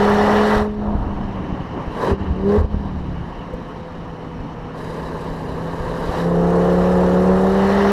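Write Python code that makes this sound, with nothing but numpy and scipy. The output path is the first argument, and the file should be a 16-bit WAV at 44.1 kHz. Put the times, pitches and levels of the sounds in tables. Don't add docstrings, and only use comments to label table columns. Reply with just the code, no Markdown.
import sys
import numpy as np
from scipy import signal
from scipy.fft import rfft, irfft
from scipy.io import wavfile
from scipy.ndimage import uniform_filter1d

SR = 44100
rng = np.random.default_rng(int(sys.argv[2]) if len(sys.argv) > 2 else 0)


def transcribe(signal):
    frames = np.atleast_2d(signal).T
    limited = np.clip(frames, -1, 1)
    pcm = np.round(limited * 32767).astype(np.int16)
    wavfile.write(sys.argv[1], SR, pcm)


def volts(x):
    e = np.asarray(x, float) / 20
    return 10 ** e


N = 349266

# start_s, tyre_db, wind_db
ROAD_LEVELS = [(0, -55, -28.5), (.6, -34, -30), (.85, -40.5, -29), (1.2, -30.5, -23.5), (1.5, -29, -33),
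               (1.8, -28.5, -39), (2.2, -28, -33.5), (2.6, -37, -29), (3, -35.5, -29.5), (3.3, -32, -31.5),
               (3.6, -33, -44), (4.2, -34.5, -33.5), (4.6, -33, -38), (4.75, -32, -38), (5.2, -33.5, -35),
               (6, -32, -29.5), (6.4, -32, -30), (7.92, -34, -32)]
# freq_hz, density_db
TYRE_COLOUR = [(60, -9), (100, 6), (200, 5.5), (350, 1), (600, -6.5), (1100, -4.5), (1400, -15.5),
               (1900, -16), (2400, -26), (3100, -19), (3500, -37), (6000, -38.5), (8000, -57),
               (13000, -60.5)]
WIND_COLOUR = [(15, -6), (30, 6.5), (60, -10), (100, -2), (160, -14), (300, -8)]
ROAR_COLOUR = [(60, -24), (150, -6), (300, -10.5), (450, 2), (600, -4), (800, 4), (1050, -4.5),
               (1400, -9.5), (2000, -32)]
RASP_COLOUR = [(1200, 6), (1500, 2), (1700, 6.5), (1950, 1), (2150, -9.5), (2600, -30)]
WHOOSH_COLOUR = [(1900, 4), (2400, 1), (3000, 3.5), (3850, 0.5), (4500, -2.5), (5700, -4.5), (7000, -25),
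                 (9000, -29)]
HISS_COLOUR = [(4000, 5), (6000, 2), (8000, 0), (9500, -1.5), (10800, -2.5), (12000, -6), (14000, -9.5),
               (15200, -17.5)]
# freq_hz, width_hz, gain_db
UNDERBODY_MODES = [(708, 17, 6.5), (927, 110, 4)]
PIPE_MODES = [(427, 280, 4), (760, 210, -15), (1040, 200, 4), (1323, 237, -14.5), (1594, 53, 9),
              (2520, 99, 4), (3940, 320, 9.5), (4820, 140, 17.5), (5790, 150, 0), (10780, 340, 7.5)]
BURBLE_MODES = [(720, 36, 7), (933, 20, 7.5)]
FLAP_MODES = [(1960, 94, 6.5)]
HOUSING_MODES = [(1120, 100, 1.5), (1730, 180, 1.5), (2276, 90, 3.5), (2740, 53, 3.5), (2940, 170, 3.5),
                 (3270, 260, -3.5), (4840, 190, -11), (5450, 500, -0.5), (9550, 850, -5.5)]
# start_s, share_0_to_1
PIPE_SHARE = [(0, 0.08), (1.85, 0.5), (1.95, 0.94), (2.7, 0.7), (4.7, 0), (4.78, 1), (6.25, 0.7),
              (6.4, 0.22), (7.65, 0.25)]
# peak_s, level_db, ring_hz (negative for a suck), tip_db
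POP_EVENTS = [(0.569, -6, 60.4, -4), (0.619, -9, 72, 2), (0.883, -14, 70, 10), (0.953, -3, 56, 0),
              (0.986, -20, 54, 16), (1.018, -6, -42, -4), (1.07, -15, 57, 12.5), (1.108, -10, 63, -16),
              (1.172, -9, 53, -18), (1.208, -30, 60, 21), (1.527, -16, 49, 11.5), (1.88, -11, -47, 2),
              (2.117, -12, -77, 13), (2.129, -5.5, -61, 6), (2.216, -11, 79, -4), (2.281, -12, 75, -1),
              (2.308, -6, 72, 5.5), (2.323, -9, 61, -3), (2.585, 0, 74, -10), (2.61, -1, 70, -36),
              (2.647, -1, 58, -1), (2.745, -7, 71, 7.5), (2.77, -3.5, 67, -4), (3.054, -21, 72, 10),
              (3.173, -19, 67, 6), (3.542, -11, -48, -12), (4.404, -18, 44, 8), (5.309, -11, 32, -9),
              (5.806, -15, 30, 8.5), (6.094, -10, 66, 5)]
# peak_s, level_db
KNOCKS = [(.567, -31), (.986, -36), (1.015, -40), (2.117, -42), (2.127, -34), (2.586, -32),
          (2.61, -20), (2.649, -25), (2.745, -30), (3.54, -19), (6.095, -32)]
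# start_s, firing_hz
FIRING_RATE = [(0, 203.5), (.52, 211.8), (.87, 207.6), (1.2, 198.5), (1.84, 168), (1.98, 192),
               (2.12, 198.5), (2.35, 186), (2.6, 213.5), (2.75, 205.2), (3.2, 168.9), (3.8, 169),
               (4.55, 160.8), (5.4, 162.2), (6.4, 172), (6.9, 181.4), (7.1, 180.9), (7.92, 202.2)]
# start_s, load_db
LOAD_CURVE = [(0, 0), (.57, -1), (.72, -7), (.9, -9), (1, -22), (1.5, -24), (2.2, -32), (3.35, -32),
              (3.52, -20), (4.7, -19), (4.85, -15.5), (5.7, -14.5), (6.1, -13.5), (6.26, -2.5), (6.4, .5),
              (7.3, 1.5), (7.92, 0)]
# start_s, flow_db
FLOW_CURVE = [(0, 1.5), (.58, 2.5), (.69, -17), (1.1, -39), (1.85, -16), (2.2, -20), (3.3, -25.5),
              (3.6, -17), (4.7, -23.5), (4.78, -9.5), (4.9, -7.5), (5.5, -9.5), (6, -4.5), (6.2, 1),
              (6.3, -6.5), (6.7, -2.5), (7.45, -2.5), (7.92, 1)]
# gas_start_s, burn_start_s, fuel_cut_s, load_db, flow_db
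DOWNSHIFTS = [
    (1.88, 1.95, 2.137, -8, -.5),
    (2.37, 2.32, 2.574, -1.5, -7.5),
]
# start_s, end_s, firing_db, sag_db_per_s, crank_db
ENGINE_BRAKING = [
    (0.862, 1.9, -26, 12.5, -42),
    (2.157, 2.525, -29, -7, -34),
    (2.62, 3.197, -31, 2, -30.5),
]
# peak_s, level_db, half_length_s
LEVEL_HUSHES = [
    (.76, -1.5, .04),
    (2.17, -5, .018),
    (2.683, -6, .025),
]
# cycle_order, level_db
CRANK_TONES = [(1, -9.5), (2, 0.5), (3, -13), (4, -4.5)]
UNEVEN_TONES = [(11, -5), (12, -1), (13, 1), (14, -8), (16, -5), (18, -5), (20, -3)]
BETWEEN_TONES = [(6, -8.5), (7, -3), (8, 2), (9, -16.5)]

FULL_HZ = 205
FIRING_LAW, DOUBLE_LAW, TRIPLE_LAW = (-18.5, 1, 0), (-23, 1.7, .2), (-36, .85, 0)
CRANK_LAW, UNEVEN_LAW, BETWEEN_LAW = (-35, .9, -.12), (-40, 1.35, -.2), (-43, .7, -.25)
BLIP_DOUBLE_LAW = (-17, .2, 0)
ROAR_LAW, RASP_LAW = (-19.5, 0.86, 0.02), (-33, 1.14, 0.061)
WHOOSH_LAW, HISS_LAW = (-41.5, 1.31, 0.024), (-47.5, 1.0, 0)

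SHUT_BELOW_DB, RASP_LEAK_DB, WHOOSH_LEAK_DB = -11.5, -54, -55.5
FLAP_HZ, FLAP_SPAN_HZ = 192.5, 1.5
FLAP_ROAR_DB, FLAP_RASP_DB, FLAP_WHOOSH_DB = 0.5, 3, 4.5
LEAN_ROAR_DB_PER_DB, LEAN_ROUGH_DB_PER_DB = 0.33, .7
POP_T60_S, LONGER_S_PER_DB = .09, .0015
KNOCK_HZ, KNOCK_S = 500, .0048
BLIP_RISE_S, CUT_S, BLIP_DEPTH_DB = .15, .014, 20
GAS_RISE_S, GAS_LENGTH_S, GAS_FALL_S, GAS_DEPTH_DB = .15, .228, .045, 18
OVERRUN_EDGE_S, BURBLE_DB = 0.11, -3
PUMP_DOUBLE_DB, PUMP_BETWEEN_DB = -18, -13
BLIP_TRIPLE_DB, BLIP_ROUGH_DB, BLIP_SWELL_DB = -9, 5.5, 12
AFTER_DB, AFTER_S = -25, .11
DOUBLE_RING_HZ, DOUBLE_WIDTH_HZ, DOUBLE_RING_DB = 395, 25, 4
TRIPLE_RING_HZ, TRIPLE_WIDTH_HZ, TRIPLE_RING_DB = 525, 70, 11
STARVED_BELOW_DB, STARVED_DB_PER_DB = -8, 2.2


def evened(x):
    return x / np.sqrt(np.mean(x ** 2) + 1e-20)


def curves(rows):
    s, *columns = np.transpose(rows)
    return [np.interp(np.arange(N) / SR, s, c) for c in columns]


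def ramp(start_s, end_s):
    return np.clip((np.arange(N) / SR - start_s) / max(end_s - start_s, 1 / SR), 0, 1)


def joined(*levels_db):
    return 10 * np.log10(sum(volts(2 * db) for db in levels_db))


def law(rule, drive_db, hz):
    full_db, db_per_db, db_per_hz = rule
    return full_db + db_per_db * drive_db + db_per_hz * (hz - FULL_HZ)


def add(mix, start_s, sound):
    mix[round(start_s * SR):][:len(sound)] += sound


def drift(hz, count):
    steps = rng.standard_normal((count, 4000))
    steps = uniform_filter1d(steps, max(round(500 / hz), 1), axis=1)
    return [np.interp(np.arange(N) / SR, np.arange(4000) / 500, evened(row)) for row in steps]


def coloured(x, modes):
    hz = np.fft.rfftfreq(N, 1 / SR)
    gain_db = sum(db / (1 + (2 * (hz - f) / width) ** 2) for f, width, db in modes)
    return irfft(rfft(x) * volts(gain_db), N)


def noise(colour, patchy_db, flicker_db, size=512):
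    frames, hz = 4 * N // size + 5, np.fft.rfftfreq(size, 1 / SR)
    a, b, patches = rng.standard_normal((frames, len(hz), 3)).T
    patches = uniform_filter1d(patches, size=6, axis=0)
    patches = evened(uniform_filter1d(patches, size=12, axis=1))
    flicker = evened(uniform_filter1d(rng.standard_normal(frames), size=4))
    f, db = np.transpose(colour)
    colour_db = np.interp(np.log(hz + 1), np.log(f + 1), db, left=-80, right=-80)
    z = (a + 1j * b) * volts(colour_db[:, None] + patchy_db * patches + flicker_db * flicker)
    return evened(signal.istft(z, nperseg=size, noverlap=3 * size // 4)[1][:N])


def road():
    tyre_db, wind_db = curves(ROAD_LEVELS)
    tyres = coloured(noise(TYRE_COLOUR, patchy_db=1.95, flicker_db=0.67), UNDERBODY_MODES)
    wind = noise(WIND_COLOUR, patchy_db=1.0, flicker_db=-1.5, size=2048)
    return volts(tyre_db) * tyres + volts(wind_db) * wind


def pops():
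    out, t = np.zeros(N), np.arange(-900, 6000) / SR
    rise = np.exp(-(t / .008) ** 2)
    tip = np.exp(-(t / .0012) ** 2)
    for s, db, hz, tip_db in POP_EVENTS:
        t60_s = POP_T60_S + LONGER_S_PER_DB * db
        shape = np.where(t < 0, rise, volts(-60 * t / t60_s))
        ring = shape * np.cos(2 * np.pi * abs(hz) * t + 0.48)
        add(out, s + t[0], np.sign(hz) * volts(db - 8.5) * (ring + volts(tip_db) * tip))
    grit = uniform_filter1d(rng.standard_normal((len(KNOCKS), len(t))), size=9)
    for (s, db), sand in zip(KNOCKS, grit):
        knock = np.cos(2 * np.pi * KNOCK_HZ * t) + 0.17 * sand
        add(out, s + t[0], volts(db) * knock * np.exp(-abs(t) / KNOCK_S))
    return out


def driver():
    load_db, flow_db, blip = curves(LOAD_CURVE)[0], curves(FLOW_CURVE)[0], 0
    for gas_s, start, cut, top_db, gas_db in DOWNSHIFTS:
        share = ramp(start, start + BLIP_RISE_S) - ramp(cut, cut + CUT_S)
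        blip_db = top_db - BLIP_DEPTH_DB * (1 - share) - 60 * (share <= 0)
        load_db = np.maximum(load_db, blip_db)
        shut = gas_s + GAS_LENGTH_S
        gas_share = ramp(gas_s, gas_s + GAS_RISE_S) - ramp(shut, shut + GAS_FALL_S)
        flow_db = np.maximum(flow_db, gas_db - GAS_DEPTH_DB * (1 - gas_share))
        blip = blip + share
    t = np.arange(N) / SR
    hush_db = sum(db * np.exp(-((t - s) / half) ** 2) for s, db, half in LEVEL_HUSHES)
    pump, crank = 1e-5, 1e-5
    for start, end, db, sag_db, crank_db in ENGINE_BRAKING:
        on = ramp(start - OVERRUN_EDGE_S, start) - ramp(end, end + OVERRUN_EDGE_S)
        pump = pump + on * volts(db - sag_db * (end - start) * ramp(start, end))
        crank = crank + on * volts(crank_db)
    return load_db, flow_db, blip, hush_db, 20 * np.log10(pump), 20 * np.log10(crank)


def cycles():
    tremble = 1 + .002 * drift(hz=12, count=1)[0]
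    return np.cumsum(curves(FIRING_RATE)[0] * tremble) / SR / 5


def gas(turn, pedal):
    load_db, flow_db, blip, _, pump_db, _ = pedal
    hz = curves(FIRING_RATE)[0]
    firing, cycle = np.cos(2 * np.pi * 5 * turn), np.cos(2 * np.pi * turn)
    low_puffs = 1 + 0.13 * firing + 0.044 * cycle
    high_puffs = 1 + 0.076 * firing + .08 * cycle
    open_db = np.minimum(flow_db - SHUT_BELOW_DB, 0)
    flap = volts(np.minimum(load_db, 0)) / (1 + np.exp((FLAP_HZ - hz) / FLAP_SPAN_HZ))

    roar_db = law(ROAR_LAW, flow_db, hz) + FLAP_ROAR_DB * flap
    roar_db = roar_db - LEAN_ROAR_DB_PER_DB * load_db * blip + 0.65 * open_db
    churn = noise(ROAR_COLOUR, patchy_db=0.8, flicker_db=1.34)
    burble_db = pump_db + BURBLE_DB + 0.34 * (hz - FULL_HZ)
    burble = volts(burble_db) * coloured(np.roll(churn, SR), BURBLE_MODES)
    roar = volts(roar_db) * churn + burble

    rasp_db = joined(law(RASP_LAW, flow_db, hz) + FLAP_RASP_DB * flap, RASP_LEAK_DB)
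    rasp = volts(rasp_db) * noise(RASP_COLOUR, patchy_db=0.0, flicker_db=1.0)
    rasp = rasp + flap * (coloured(rasp, FLAP_MODES) - rasp)

    whoosh_db = joined(law(WHOOSH_LAW, flow_db, hz) + FLAP_WHOOSH_DB * flap, WHOOSH_LEAK_DB)
    whoosh = volts(whoosh_db) * noise(WHOOSH_COLOUR, patchy_db=1.5, flicker_db=0.3)

    hiss_db = law(HISS_LAW, flow_db, hz) + 0.21 * open_db
    hiss = volts(hiss_db) * noise(HISS_COLOUR, patchy_db=1.5, flicker_db=.9)
    dull = coloured(hiss, [(15000, 4600, -6)])
    hiss = dull + volts(open_db) * (hiss - dull)
    return (roar + rasp) * low_puffs + (whoosh + hiss) * high_puffs


def tailpipe(flow):
    share = np.clip(curves(PIPE_SHARE)[0], 0, 1)
    rung = (1 - share) * flow + share * volts(-1.0) * coloured(flow, PIPE_MODES)
    return rung + 0.11 * np.roll(rung, 71) - 0.042 * np.roll(rung, 113)


def tone_levels(pedal):
    load_db, flow_db, blip, _, pump_db, crank_db = pedal
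    hz = curves(FIRING_RATE)[0]
    triple_db = TRIPLE_RING_DB / (1 + ((3 * hz - TRIPLE_RING_HZ) / TRIPLE_WIDTH_HZ) ** 2)
    double_db = DOUBLE_RING_DB / (1 + ((2 * hz - DOUBLE_RING_HZ) / DOUBLE_WIDTH_HZ) ** 2)
    swell, after = 0, 0
    for _, start, cut, top_db, _ in DOWNSHIFTS:
        swell = swell + ramp(start, cut) - ramp(cut, cut + CUT_S)
        after = after + volts(top_db) * (ramp(cut, cut + CUT_S) - ramp(cut, cut + AFTER_S))
    swell_db = law(BLIP_DOUBLE_LAW, load_db, hz) - BLIP_SWELL_DB * (1 - swell)
    swell_db = swell_db + 20 * np.log10(abs(blip) + 1e-5)
    after_db = AFTER_DB + 20 * np.log10(abs(after) + 1e-5)
    rough_db = (BLIP_ROUGH_DB - LEAN_ROUGH_DB_PER_DB * load_db) * blip
    starved_db = STARVED_DB_PER_DB * np.minimum(flow_db - load_db - STARVED_BELOW_DB, 0)

    first = joined(law(FIRING_LAW, load_db, hz), pump_db, -45.5)
    second = joined(law(DOUBLE_LAW, load_db, hz) + double_db, swell_db, pump_db + PUMP_DOUBLE_DB, after_db)
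    third = law(TRIPLE_LAW, load_db, hz) + triple_db + BLIP_TRIPLE_DB * blip + starved_db
    crank = joined(law(CRANK_LAW, load_db, hz) + rough_db, crank_db)
    uneven = law(UNEVEN_LAW, load_db, hz) + rough_db + starved_db
    between = joined(law(BETWEEN_LAW, load_db, hz) + rough_db, pump_db + PUMP_BETWEEN_DB)
    return first, second, third, crank, uneven, between


def exhaust_note(turn, pedal):
    first, second, third, crank, uneven, between = tone_levels(pedal)
    orders = [(5, first + .6), (10, second + .8), (15, third + .8)]
    orders += [(k, crank + db) for k, db in CRANK_TONES]
    orders += [(k, between + db) for k, db in BETWEEN_TONES]
    cycle_hz = np.gradient(turn) * SR
    for k, db in UNEVEN_TONES:
        chamber_db = 9 / (1 + ((k * cycle_hz - 455) / 55) ** 2)
        orders.append((k, uneven + db + chamber_db))
    level, slip = drift(hz=22, count=len(orders)), drift(hz=15, count=len(orders))
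    start = rng.random(len(orders))
    note = np.zeros(N)
    for (k, db), a, b, p in zip(orders, level, slip, start):
        waver_db = (0.56 + .045 * k) * a
        slip_rad = .012 * k * b
        note += np.sqrt(2) * volts(db + waver_db) * np.cos(2 * np.pi * (k * turn + p) + slip_rad)
    return note


def scene():
    turn, pedal = cycles(), driver()
    hush_db = pedal[3]
    rest = road() + pops() + tailpipe(gas(turn, pedal))
    return (volts(hush_db) * rest + volts(0.79 * hush_db) * exhaust_note(turn, pedal))[None]


def band_limit(x):
    return signal.sosfilt(signal.butter(12, 15170, fs=SR, output="sos"), x)


def record(dry):
    housed = coloured(dry, HOUSING_MODES)
    heard = signal.lfilter(*signal.butter(1, 18, "high", fs=SR), housed)
    rounded = 1.1 * np.tanh(heard / 1.145)
    return band_limit(rounded)


dry = scene()
out = record(dry)
transcribe(out)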